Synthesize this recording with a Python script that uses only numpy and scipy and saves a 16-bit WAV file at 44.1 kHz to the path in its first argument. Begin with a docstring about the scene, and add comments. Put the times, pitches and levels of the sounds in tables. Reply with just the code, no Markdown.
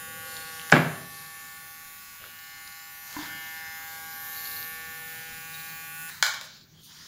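"""A small electric motor drives a wooden toy in circles over a tiled floor: shaft orders summed as sines,
fading with the room's standing waves, over brush clicks, chatter and scrape noise. Small things tick
(filtered noise bursts); at 0.72 s a door bangs (latch, blows, ringing modes, wash); at 3.17 s the frame knocks.
A squeak at 5.53 s; at 6.1 s the motor is cut off and coasts; a plastic piece drops and bounces (6.23 s);
something rustles (swelling noise). Rumble and room air lie under everything."""
import sys
import numpy as np
from scipy import signal
from scipy.fft import rfft, irfft, next_fast_len
from scipy.io import wavfile
from scipy.ndimage import uniform_filter1d

SR = 44100
rng = np.random.default_rng(int(sys.argv[2]) if len(sys.argv) > 2 else 0)


def wav_record(signal):
    """Record a signal, one row per channel, as 16-bit PCM in the file named by sys.argv[1]."""
    frames = np.transpose(np.atleast_2d(signal))
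    bounded = np.clip(frames, -1, 1)
    # unit amplitude maps onto the largest positive 16-bit level
    quanta = np.round(bounded * 32767).astype(np.int16)
    wavfile.write(sys.argv[1], SR, quanta)


N = 311787
STEP = 256  # samples per motor control frame
TOP_HZ = 15780  # band limit

# All noise spectra are relative: hiss() sets rms to 1.
# far traffic and house hum, rms: t/s, level/dB
RUMBLE_LEVEL = [(0, -55.5), (.68, -58), (1.3, -62.5), (1.85, -64.5), (3, -68), (3.3, -52.5), (3.5, -63),
                (4.6, -58), (5.2, -59.5), (6, -61.5), (7.07, -60.5)]
# its spectrum: f/Hz, density/(dB per Hz)
RUMBLE_SPECTRUM = [(15, -45), (25, -28.5), (85, -1), (124, -3.5), (155, 0), (184, -3.5), (264, -8.5),
                   (448, -17.5), (487, -22), (700, -33.5), (910, -67), (1540, -120)]
# still room spectrum: f/Hz, density/(dB per Hz)
AIR_SPECTRUM = [(180, 1), (300, -5), (446, -10), (866, -3.5), (910, -20.5), (1380, -47), (2810, -5),
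                (3540, -12), (7090, -4.5), (8370, -27.5), (15700, -3.5)]
# channel difference spectrum: f/Hz, relative density/dB
SIDE_SPECTRUM = [(30, -8.5), (120, -5), (400, -10.0), (900, -14.0), (1300, -37.5), (16000, -36.5)]
# decay of the room: f/Hz, t60/s
ROOM_DECAY = [(100, 1), (300, 0.61), (1000, 0.55), (3000, 0.53), (8000, 0.4), (15000, 0.37)]

# rustle: t/s, middle band level/dB, low and high band re middle/dB
RUSTLE_LEVELS = [(6.38, -72.5, 13, 0), (6.45, -52, 1.5, 1), (6.5, -55, -20, -18), (6.57, -57, -5, -20),
                 (6.6, -72.5, 2.5, -18), (6.815, -61, -7.5, -4.5), (6.845, -54.5, -16, 4.5),
                 (6.91, -51.5, -6.5, -6), (7.07, -50, -6.5, -6)]
# its three bands: f/Hz, relative density/dB
RUSTLE_MIDDLE = [(1800, -40), (3000, -2), (4500, 0), (7000, -4), (8200, -30)]
RUSTLE_LOW = [(500, -30), (1000, -3), (1800, 0), (2600, -8), (3500, -40)]
RUSTLE_HIGH = [(7000, -37.5), (8500, -3.5), (12000, -6), (16000, -2)]

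# brief squeak: start/s, end/s, f/Hz, peak level/dB
SQUEAKS = [(5.532, 5.567, 3800, -43)]
# gritty scuffs of the frame, wavering low hums: start/s, end/s, f/Hz, single-stage width/Hz,
# level before envelope/dB
SCUFFS_AND_HUMS = [(-.2, .68, 522, 26, -59), (.25, 0.54, 4300, 250, -52.5), (2.203, 2.308, 480, 320, -58.5),
                   (2.173, 2.32, 2890, 1600, -54), (3.13, 3.16, 1220, 470, -51),
                   (3.17, 3.265, 910, 330, -45.5), (3.175, 3.36, 1534, 270, -46.5),
                   (3.176, 3.244, 3400, 820, -51), (3.52, 3.741, 1640, 280, -52),
                   (5.05, 5.4, 3080, 810, -58), (6.449, 6.662, 4200, 1400, -53.5),
                   (6.737, 6.852, 3250, 350, -62.5), (6.9, 7.2, 1800, 420, -64.5),
                   (4.901, 6.305, 154.3, 20.1, -58), (6.358, 7.294, 155.2, 11, -63.5)]
# small ticks: t/s, dry peak level/dB, f/Hz, single-stage width/Hz
TICK_HITS = [(0.3673, -27, 4200, 2440), (.596, -28.5, 3050, 1490), (.615, -29.5, 2950, 1500),
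             (.699, -21, 1995, 2980), (2.24, -34.5, 1680, 600), (2.676, -30.5, 4900, 2500),
             (.979, -45, 1798, 800)]
# bumps of the wooden frame: t/s, level/dB, upper modes re lowest/dB
FRAME_KNOCKS = [(3.166, -30.5, 3), (3.19, -33.5, -1), (3.228, -35, -21)]
# frame modes, lowest first: f/Hz, relative level/dB, t60/s
FRAME_MODES = [(302.5, -3, 0.23), (1006, 0.5, 0.04), (1533, -8.5, 0.048), (2050, -13, 0.033)]

# bounces of the plastic piece: t/s, relative body level/dB, relative edge level/dB
BOUNCES = [(6.226, -1.5, -23), (6.237, -40, -40), (6.249, -26.5, -35), (6.265, -16.5, -29.5),
           (6.288, -27.5, -41), (6.339, -26, -41.5), (6.345, -27.5, -41), (6.412, -25, -42),
           (6.434, -49, -49.5)]
# resonances of the piece: f/Hz, single-stage width/Hz, relative level/dB
PLASTIC_MODES = [(650, 320, -1.5), (865, 345, -0.5), (1070, 270, 0), (1430, 340, 2.5), (2290, 180, 0),
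                 (3960, 740, 1.5), (5130, 3500, -1), (6550, 1600, -12)]

# leaf, frame, rebounds: t/s, relative level/dB, t60/s, centre f/Hz
DOOR_BLOWS = [(0.7234, -11.5, 0.021, 2465), (0.733, -5.5, 0.022, 500), (.752, -17, .04, 1195),
              (.765, -19, 0.025, 1820)]
# door boom: f/Hz, relative level/dB, t60/s
BOOM_MODES = [(108.6, -11, 0.48), (152.5, -2.5, 0.82), (213, -10, 0.22), (257, 3, 0.32), (391, -8, 0.8),
              (584, 6, 0.21), (675, -10.5, 0.15), (861, -4.5, 0.17)]
# colour of the blows: f/Hz, relative level/dB
BLOW_COLOUR = [(24, -55), (40, -32.5), (74, -32.5), (147, 4.5), (218, 0.5), (261, -13), (314, -0.5),
               (386, -12.5), (519, -1), (582, -7), (624, -3), (2000, -15.5), (6900, -40), (8670, -55),
               (9500, -76.5), (12400, -81), (20900, -120)]
# colour of the walls' dense answer: f/Hz, relative level/dB
WASH_COLOUR = [(40, -37), (80, -17), (150, 6.5), (300, -1.5), (600, -1), (1200, -14), (2500, -13.5),
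               (4500, -22), (8000, -44), (12000, -79)]
LATCH_S = .7193

# shaft speed: t/s, turns per s
SHAFT_SPEED = [(0, 161.1), (.3, 160.8), (.68, 161), (1.04, 161.4), (1.35, 161.25), (1.75, 161.55),
               (2.25, 161.45), (2.58, 160.95), (2.8, 161.45), (3.13, 161.4), (3.3, 161), (3.87, 161.1),
               (4, 161.4), (4.3, 161.3), (4.65, 161.55), (5, 161.55), (5.09, 161.85), (5.5, 162),
               (6.09, 162.55)]
# motor loudness: t/s, relative level/dB, then whine re that level/dB around each of BAND_CENTRES_HZ
MOTOR_LEVELS = [(0.0, 1.1, 0.4, 2.5, 0.1, -3.1), (0.35, 3, 1.2, 2.5, -2, -1.8),
                (0.63, 1.5, 0.83, 5, -3, -1.2), (1.05, -1, 1.4, 2.5, 1.5, -2.5), (1.5, -2.5, 1, 4, 1.5, -1),
                (2.0, -4, 3.7, 1.5, -2, 4.5), (2.5, -3.5, 3.4, -0.2, -2, 1), (3.09, -3.5, 8, 0, 5.5, 2),
                (3.33, 2, 3.4, -3.5, 0.4, 2.5), (3.7, 1.7, 2.2, -5, -2, 0), (4.1, 1.5, 2.9, -1.5, 2.8, 2),
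                (4.5, 2.5, 2.6, 0, 4.5, 1.2), (4.9, 1.4, 0.66, 0, 2, 0.5),
                (5.3, 1.5, 0.93, -0.8, -3.5, 2.5), (5.7, 0.5, 3, 1, 1.5, 3.5),
                (6.09, 0.2, 2.7, 6.5, -3, 2.5)]
# centres of the whine bands: f/Hz
BAND_CENTRES_HZ = [5500, 9900, 12000, 14500]
# higher orders: f/Hz, relative level/dB
WHINE_LEVELS = [(1470, -32), (2500, -3.5), (2830, -4), (3560, -6.5), (4450, -12.5), (5520, -12.5),
                (6540, -10), (7000, -5.5), (8230, -19.5), (9750, -2), (10900, -11.5), (11500, -4),
                (13700, -9.5), (14700, 0.5), (15700, -15.5)]
# low orders of the frame's hum: order, rms level before MOTOR_LEVELS and ROOM_FADES/dB
HUM_ORDERS = [(2, -79.5), (3, -71.5), (4, -81), (5, -57), (6, -75.5), (7, -54), (8, -66.5), (9, -53),
              (10, -53.5), (11, -49), (12, -58), (13, -57.5), (14, -57.5), (15, -61.5), (16, -59.5),
              (17, -62.1), (18, -63), (19, -63), (20, -65), (21, -67.5), (22, -65), (23, -67.5)]
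# a hum order meets a null or crest of the standing waves: t/s, order, half length/s, change/dB
ROOM_FADES = [(0.05, 14, 0.88, -9), (0.099, 12, 0.5, 1.5), (0.1, 17, 0.5, 2.5), (0.101, 23, 0.6, 6),
              (0.2, 9, 0.5, 3), (0.35, 16, 0.08, -18), (0.397, 3, 1, 11), (0.42, 11, 0.44, -5.5),
              (1.06, 10, 0.089, -22), (1.07, 15, 0.6, -10.5), (1.21, 9, 0.25, -6), (1.233, 7, 1, 2),
              (1.28, 18, 0.4, -8.5), (1.319, 12, 0.25, -15), (1.351, 11, 0.32, 1), (1.7, 18, 0.4, -6),
              (1.81, 10, 0.48, -9), (1.9, 19, 0.3, -9), (2.093, 11, 0.21, -10.5), (2.17, 5, 0.23, -8.5),
              (2.27, 13, 0.05, -13), (2.555, 18, 0.33, 8.5), (2.604, 3, 0.91, -5.5), (2.6, 13, 0.2, 6),
              (2.903, 10, 0.15, -9), (3.35, 15, 0.15, -10), (3.357, 18, 0.14, 9.5), (3.375, 11, 0.21, 3.5),
              (3.37, 12, 0.08, -13), (3.4, 14, 0.16, 3.5), (3.4, 20, 0.2, 8), (3.55, 13, 0.72, 6.5),
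              (3.6, 6, 0.9, 14.5), (3.596, 7, 0.4, -6.5), (3.745, 12, 0.21, 5), (3.956, 5, 0.36, 5),
              (4.02, 10, 0.33, 3.9), (4.026, 11, 0.13, -16.0), (4.1, 17, 0.2, -8), (4.13, 16, 0.25, -24),
              (4.37, 12, 0.25, -20), (4.414, 9, 0.19, -8.1), (4.457, 19, 0.21, -22), (4.713, 14, 0.15, 4.9),
              (4.803, 11, 0.25, 3.5), (4.997, 3, 0.73, 9), (5.033, 10, 0.05, -21), (5.184, 7, 0.16, -18),
              (5.5, 11, 0.3, -4.5), (5.69, 15, 0.74, 9.5), (5.76, 17, 0.79, 5.5), (5.986, 13, 0.052, -6),
              (6.034, 9, 0.11, 7.5), (6.04, 16, 0.27, 10)]
# brush swells over the steady click: start/s, end/s, level/dB
BRUSH_BURSTS = [(0, .58, -55.5), (1.05, 1.25, -61), (3, 3.2, -63), (4.1, 4.75, -44.5)]
# loose-part bursts: start/s, end/s, lower resonance level/dB, upper resonance level/dB
RATTLE_BURSTS = [(.27, .6, -64, -72), (1.092, 1.246, -60, -62), (2.3, 3, -62, -74),
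                 (3.051, 3.16, -55.5, -53), (3.172, 3.3, -58, -58), (4.324, 4.67, -47, -57),
                 (5.52, 5.72, -54.5, -60)]
# frame sliding on the tiles, before its pulsing: t/s, scrape level/dB
SLIDE_LEVEL = [(0, -70), (.28, -52), (.54, -49), (.62, -49), (1.08, -61), (1.15, -52), (1.6, -57.5),
               (2.9, -67), (3.08, -54.5), (3.16, -47.5), (3.25, -44.5), (3.35, -51), (4, -53.5),
               (4.47, -50), (4.6, -53.5), (5.3, -52.5), (6.05, -58.5), (6.12, -56), (6.2, -62), (6.4, -99)]
# scrape spectrum: f/Hz, density/(dB per Hz)
SCRAPE_SPECTRUM = [(250, -35.5), (400, -12.5), (750, -4.5), (1300, -7), (1600, -3.5), (2200, -3.5),
                   (3500, -4.5), (5000, -2), (7000, -6.5), (8300, -21), (9600, -13), (11000, -10),
                   (12000, -24.5), (15700, -24)]
# slowing shaft blurred in the can's fixed resonances: f/Hz, density/(dB per Hz)
COAST_SPECTRUM = [(240, -46), (400, -16), (644, -35), (739, -18), (990, -7), (1140, -12), (1590, 0),
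                  (3430, -15), (3880, -4), (5440, -13), (7070, -10), (8370, -16), (12900, -13), (14100, -7),
                  (15700, -13)]
WHINE_DB, BRUSH_DB = -58, -58.5  # whine reference, steady click
RATTLE_DB, UPPER_DB = -61, -63  # steady chatter, lower and upper resonance
CUT_S, CUT_DB_PER_S, STOP_S = 6.1, -1200, 6.33
COAST_DB, COAST_DB_PER_S = -40, -63  # at the cut, before envelope; then its slope


def amp(db):
    """Gain of a level."""
    return 10 ** (np.asarray(db) / 20)


def unit(x):
    """Scaled to rms 1."""
    return x / np.sqrt(np.mean(np.abs(x) ** 2) + 1e-20)


def smooth(x, size):
    """Moving average over size samples."""
    return uniform_filter1d(x, size=size)


def along(points, hz):
    """(Hz, value) points interpolated on a log frequency axis."""
    f, v = np.transpose(points)
    return np.interp(np.log(hz + 1), np.log(f + 1), v)


def curves(rows, step=1):
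    """One value every step samples for each column after the time."""
    s, *cols = np.transpose(rows)
    t = np.arange(0, N + step - 1, step) / SR
    return np.array([np.interp(t, s, c) for c in cols])


def filtered(x, response):
    """x times a complex response of frequency."""
    m = 2 * next_fast_len(len(x) // 2 + SR // 4)
    return irfft(rfft(x, m) * response(np.fft.rfftfreq(m, 1 / SR)), m)[:len(x)]


def peak(f, hz, width_hz):
    """One causal resonance."""
    return 1j * f * width_hz / (hz * hz - f * f + 1j * f * width_hz)


def causal(spectrum):
    """Minimum-phase response with these levels."""
    def response(hz):
        c = irfft(np.log(amp(along(spectrum, hz)) + 1e-6))
        c[1:len(c) // 2] *= 2
        c[len(c) // 2 + 1:] = 0
        return np.exp(rfft(c))
    return response


def hiss(spectrum, patchy_db):
    """Noise of rms 1 with time-frequency patches of random gain."""
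    z = signal.stft(rng.standard_normal(N), nperseg=512)[2]
    field = uniform_filter1d(rng.standard_normal(z.shape), size=6, axis=0)
    field = uniform_filter1d(field, size=12, axis=1)
    x = signal.istft(z * amp(patchy_db * unit(field)), nperseg=512)[1][:N]
    return unit(filtered(x, lambda hz: amp(along(spectrum, hz))))


def snap(t, t60):
    """A dying noise burst whose energy is set by t60 alone."""
    shape = amp(-60 * t / t60)
    x = shape * rng.standard_normal(len(t))
    return x * np.linalg.norm(shape) / np.linalg.norm(x)


def ring(modes, t):
    """Decaying sine modes, each struck at a slightly random strength."""
    scatter_db = 1.5
    x = 0
    for hz, db, t60 in modes:
        x = x + amp(db + rng.normal(0, scatter_db) - 60 * t / t60) * np.sin(2 * np.pi * hz * t)
    return x


def swell(a, b):
    """Rises after a, dies before b."""
    phase = np.clip((np.arange(N) / SR - a) / (b - a), 0, 1)
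    return np.abs(np.sin(np.pi * phase)) ** 0.48


def bursts(rows, steady_db):
    """A steady gain with swells (start/s, end/s, level/dB) on top."""
    return amp(steady_db) + sum(amp(db) * swell(a, b) for a, b, db in rows)


def room(x, wet_db):
    """x plus a fresh random tail in which each frequency dies at its own rate."""
    hz, t, z = signal.stft(rng.standard_normal(SR), SR, nperseg=256)
    decay = amp(-60 * t / along(ROOM_DECAY, hz)[:, None])
    tail = signal.istft(z * decay, SR, nperseg=256)[1]
    delayed = np.pad(x, (130, 0))  # 3 ms
    return x + amp(wet_db) * signal.fftconvolve(delayed, tail / np.linalg.norm(tail))[:N]


def background():
    """Far traffic and house hum as slowly varying low noise, plus steady room air."""
    rumble = amp(curves(RUMBLE_LEVEL)[0]) * hiss(RUMBLE_SPECTRUM, patchy_db=1)
    return rumble + amp(-59.5) * hiss(AIR_SPECTRUM, patchy_db=5.0)


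def rustle():
    """Soft dragging of cord or cloth: three noise bands that come and go."""
    db, low_db, high_db = curves(RUSTLE_LEVELS)
    middle = hiss(RUSTLE_MIDDLE, patchy_db=1.8)
    low = hiss(RUSTLE_LOW, patchy_db=1.8)
    high = hiss(RUSTLE_HIGH, patchy_db=0.5)
    return amp(db) * (middle + amp(low_db) * low + amp(high_db) * high)


def squeak_scuffs_hums():
    """A sine squeak, and lumpy noise swelling in single resonances."""
    t = np.arange(N) / SR
    x = np.zeros(N)
    for a, b, hz, db in SQUEAKS:
        x += amp(db) * swell(a, b) * np.sin(2 * np.pi * (hz * t + rng.random()))
    for a, b, hz, width_hz, db in SCUFFS_AND_HUMS:
        noise = rng.standard_normal(N)
        grit = noise * amp(1.6 * unit(smooth(rng.standard_normal(N), 150)))
        x += amp(db) * swell(a, b) * unit(filtered(grit, lambda f: peak(f, hz, width_hz) ** 2))
    return x


def ticks_and_knocks():
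    """Ticks as resonant noise bursts; frame bumps as struck modes; both in the room."""
    x, t = np.zeros(N), np.arange(SR // 4) / SR
    for s, db, hz, width_hz in TICK_HITS:
        tick = filtered(snap(t, 0.0079), lambda f: peak(f, hz, width_hz) ** 2)
        x[round(s * SR):][:len(t)] += amp(db) * tick / np.abs(tick).max()
    for s, db, upper_db in FRAME_KNOCKS:
        bump = ring(FRAME_MODES[:1], t) + amp(upper_db) * ring(FRAME_MODES[1:], t)
        x[round(s * SR):][:len(t)] += amp(db) * bump
    return room(x, wet_db=-11.5)


def plastic_drop():
    """Each bounce is a short crack into the piece's broad resonances, with a bright edge."""
    body, edge, t = np.zeros(N), np.zeros(N), np.arange(2000) / SR
    for s, db, edge_db in BOUNCES:
        body[round(s * SR):][:len(t)] += amp(db) * snap(t, 0.011)
        edge[round(s * SR):][:len(t)] += amp(edge_db) * snap(t, 0.012)

    def plastic(f):
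        modes = sum(amp(db) * peak(f, c, w) ** 2 for c, w, db in PLASTIC_MODES)
        return modes / (1 + (f / 8000) ** 8) / (1 + (430 / (f + 1)) ** 6)

    body = amp(4.5) * filtered(body, plastic)
    edge = amp(8.0) * filtered(edge, lambda f: peak(f, 13000, 8000) ** 2)
    return room(body, wet_db=-0.5) + room(edge, wet_db=-1.5)


def door():
    """Latch click, splintery blows, one short 1600 Hz ring, the boom of the leaf and a wall wash."""
    crack, near, boom, thud = np.zeros((4, N))
    t = np.arange(SR) / SR
    for s, db, t60, hz in DOOR_BLOWS:
        blow = filtered(amp(db) * snap(t, t60), lambda f: .5 + peak(f, hz, hz) * (hz / 1000) ** 2.1)
        crack[round(s * SR):][:SR] += blow
    latch = filtered(snap(t, 0.0067),
                     lambda f: (peak(f, 1980, 2000) + peak(f, 5800, 3000)) / (1 + (f / 7600) ** 12))
    near[round(LATCH_S * SR):][:SR] = .4 * latch / np.abs(latch).max()
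    shut = round((LATCH_S + .003) * SR)
    near[shut:][:SR] += .62 * np.exp(-((t - .003) / .0016) ** 2) * np.sin(2 * np.pi * 1600 * t)
    boom[shut:][:SR] = amp(-20.0) * ring(BOOM_MODES, t) * (1 - np.exp(-t / 0.004))
    thud[shut:][:SR] = rng.standard_normal(SR) * amp(-60 * t / 0.4) * (1 - np.exp(-t / 0.0086))
    blows = amp(18.5) * filtered(crack, causal(BLOW_COLOUR))
    wash = amp(-3.5) * filtered(thud, causal(WASH_COLOUR))
    return room(blows, wet_db=-5.5) + room(near, wet_db=-6.5) + room(boom, wet_db=-13.0) + wash


def scrape(turns):
    """The frame sliding on the tiles: noise pulsing twice a turn."""
    pulsing = 1 + 0.45 * np.cos(4 * np.pi * turns)
    return amp(curves(SLIDE_LEVEL)[0]) * hiss(SCRAPE_SPECTRUM, patchy_db=2.5) * pulsing


def coasting():
    """The unpowered shaft slows: its orders blur into noise in the can's resonances."""
    level_db = COAST_DB + COAST_DB_PER_S * (np.arange(N) / SR - CUT_S)
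    return amp(level_db) * swell(CUT_S - .015, STOP_S) ** .4 * hiss(COAST_SPECTRUM, patchy_db=0)


def chatter(turns):
    """A loose part chatters in one part of each turn: gated noise in two resonances."""
    jitter = .3 * unit(smooth(rng.standard_normal(N), 200))
    gate = np.exp(0.97 * np.cos(2 * np.pi * turns - 2.2) + jitter)
    lower = filtered(gate * rng.standard_normal(N), lambda f: peak(f, 4230, 1000) ** 2)
    upper = filtered(gate * rng.standard_normal(N), lambda f: peak(f, 6160, 2200) ** 2)
    lower_gain = bursts([(a, b, db) for a, b, db, _ in RATTLE_BURSTS], RATTLE_DB)
    upper_gain = bursts([(a, b, db) for a, b, _, db in RATTLE_BURSTS], UPPER_DB)
    return lower_gain * unit(lower) + upper_gain * unit(upper)


def brush(turns):
    """A brush snaps over a commutator gap once a turn and rings the steel can (orders 58-89)."""
    click = sum(amp(-6 * ((k - 74.5) / 5) ** 2) * np.cos(2 * np.pi * k * turns) for k in range(58, 90))
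    click *= 1 + .2 * unit(smooth(rng.standard_normal(N), 300))  # no two snaps are alike
    return bursts(BRUSH_BURSTS, BRUSH_DB) * unit(click)


def whine(turns, fade_s=0.18, steady=0.71, spread_db=2, waver=.1, loose=0.65):
    """Every shaft order is a clean line; moving through the room fades and turns each one slowly."""
    level_db, *bands_db = curves(MOTOR_LEVELS, step=STEP)
    count = len(level_db)
    frames, fine = np.arange(count), np.arange(N) / STEP
    frame_s = frames * STEP / SR
    hum = {round(k): db for k, db in HUM_ORDERS}
    spin, x = np.exp(2j * np.pi * turns), np.zeros(N)
    order = spin
    for k in range(2, 98):
        order = order * spin
        span = max(int(fade_s * SR / STEP * (20 / k) ** 0.45), 2)  # short waves fade faster
        a, b = smooth(smooth(rng.standard_normal((2, count)), span), span)
        flutter = 0.5 * unit(smooth(rng.standard_normal(count), 2)) * min(k / 40, 1)
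        start = np.exp(2j * np.pi * (rng.random() - .5))
        if k in hum:
            room_db = sum(db * np.exp(-((frame_s - s) / half_s) ** 2)
                          for s, n, half_s, db in ROOM_FADES if round(n) == k)
            size = np.sqrt(2) * amp(hum[k] + level_db + room_db)
            size = size * (1 + waver * k / 10 * unit(b)) * np.exp(.6j * unit(a))
            size = size * start ** loose  # one jolt a turn keeps the orders roughly in step
        else:
            hz = k * SHAFT_SPEED[0][1]
            band_db = sum(np.interp(hz, BAND_CENTRES_HZ, own) * db
                          for own, db in zip(np.eye(len(bands_db)), bands_db))
            # direct path plus shifting echoes
            fade = (steady + unit(a + 1j * b)) * np.exp(1j * flutter) * start
            order_db = WHINE_DB + along(WHINE_LEVELS, hz) + spread_db * rng.standard_normal()
            size = amp(order_db + level_db + band_db) * fade
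        gain = np.interp(fine, frames, size.real) + 1j * np.interp(fine, frames, size.imag)
        x += (order * gain).real
    return x


def motor():
    """Whine, brush and chatter die at the cut; scrape and coasting are added outside it."""
    turns = np.cumsum(curves(SHAFT_SPEED)[0]) / SR
    powered = amp(CUT_DB_PER_S * np.clip(np.arange(N) / SR - CUT_S, 0, 1))
    return powered * (whine(turns) + brush(turns) + chatter(turns)) + scrape(turns) + coasting()


def scene():
    """All sources summed; the two channels differ by a trace of noise, mostly low."""
    mid = background() + motor() + door() + plastic_drop() + ticks_and_knocks()
    mid = mid + squeak_scuffs_hums() + rustle()
    side = amp(-79) * hiss(SIDE_SPECTRUM, patchy_db=6.5)
    return np.array([mid + side, mid - side])


def record(dry):
    """Rounds off the highest peaks and keeps nothing from TOP_HZ up."""
    rounded = dry / (1 + np.abs(dry / .93) ** 6) ** (1 / 6)
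    return np.array([filtered(x, lambda hz: hz < TOP_HZ) for x in rounded])


dry = scene()
out = record(dry)
wav_record(out)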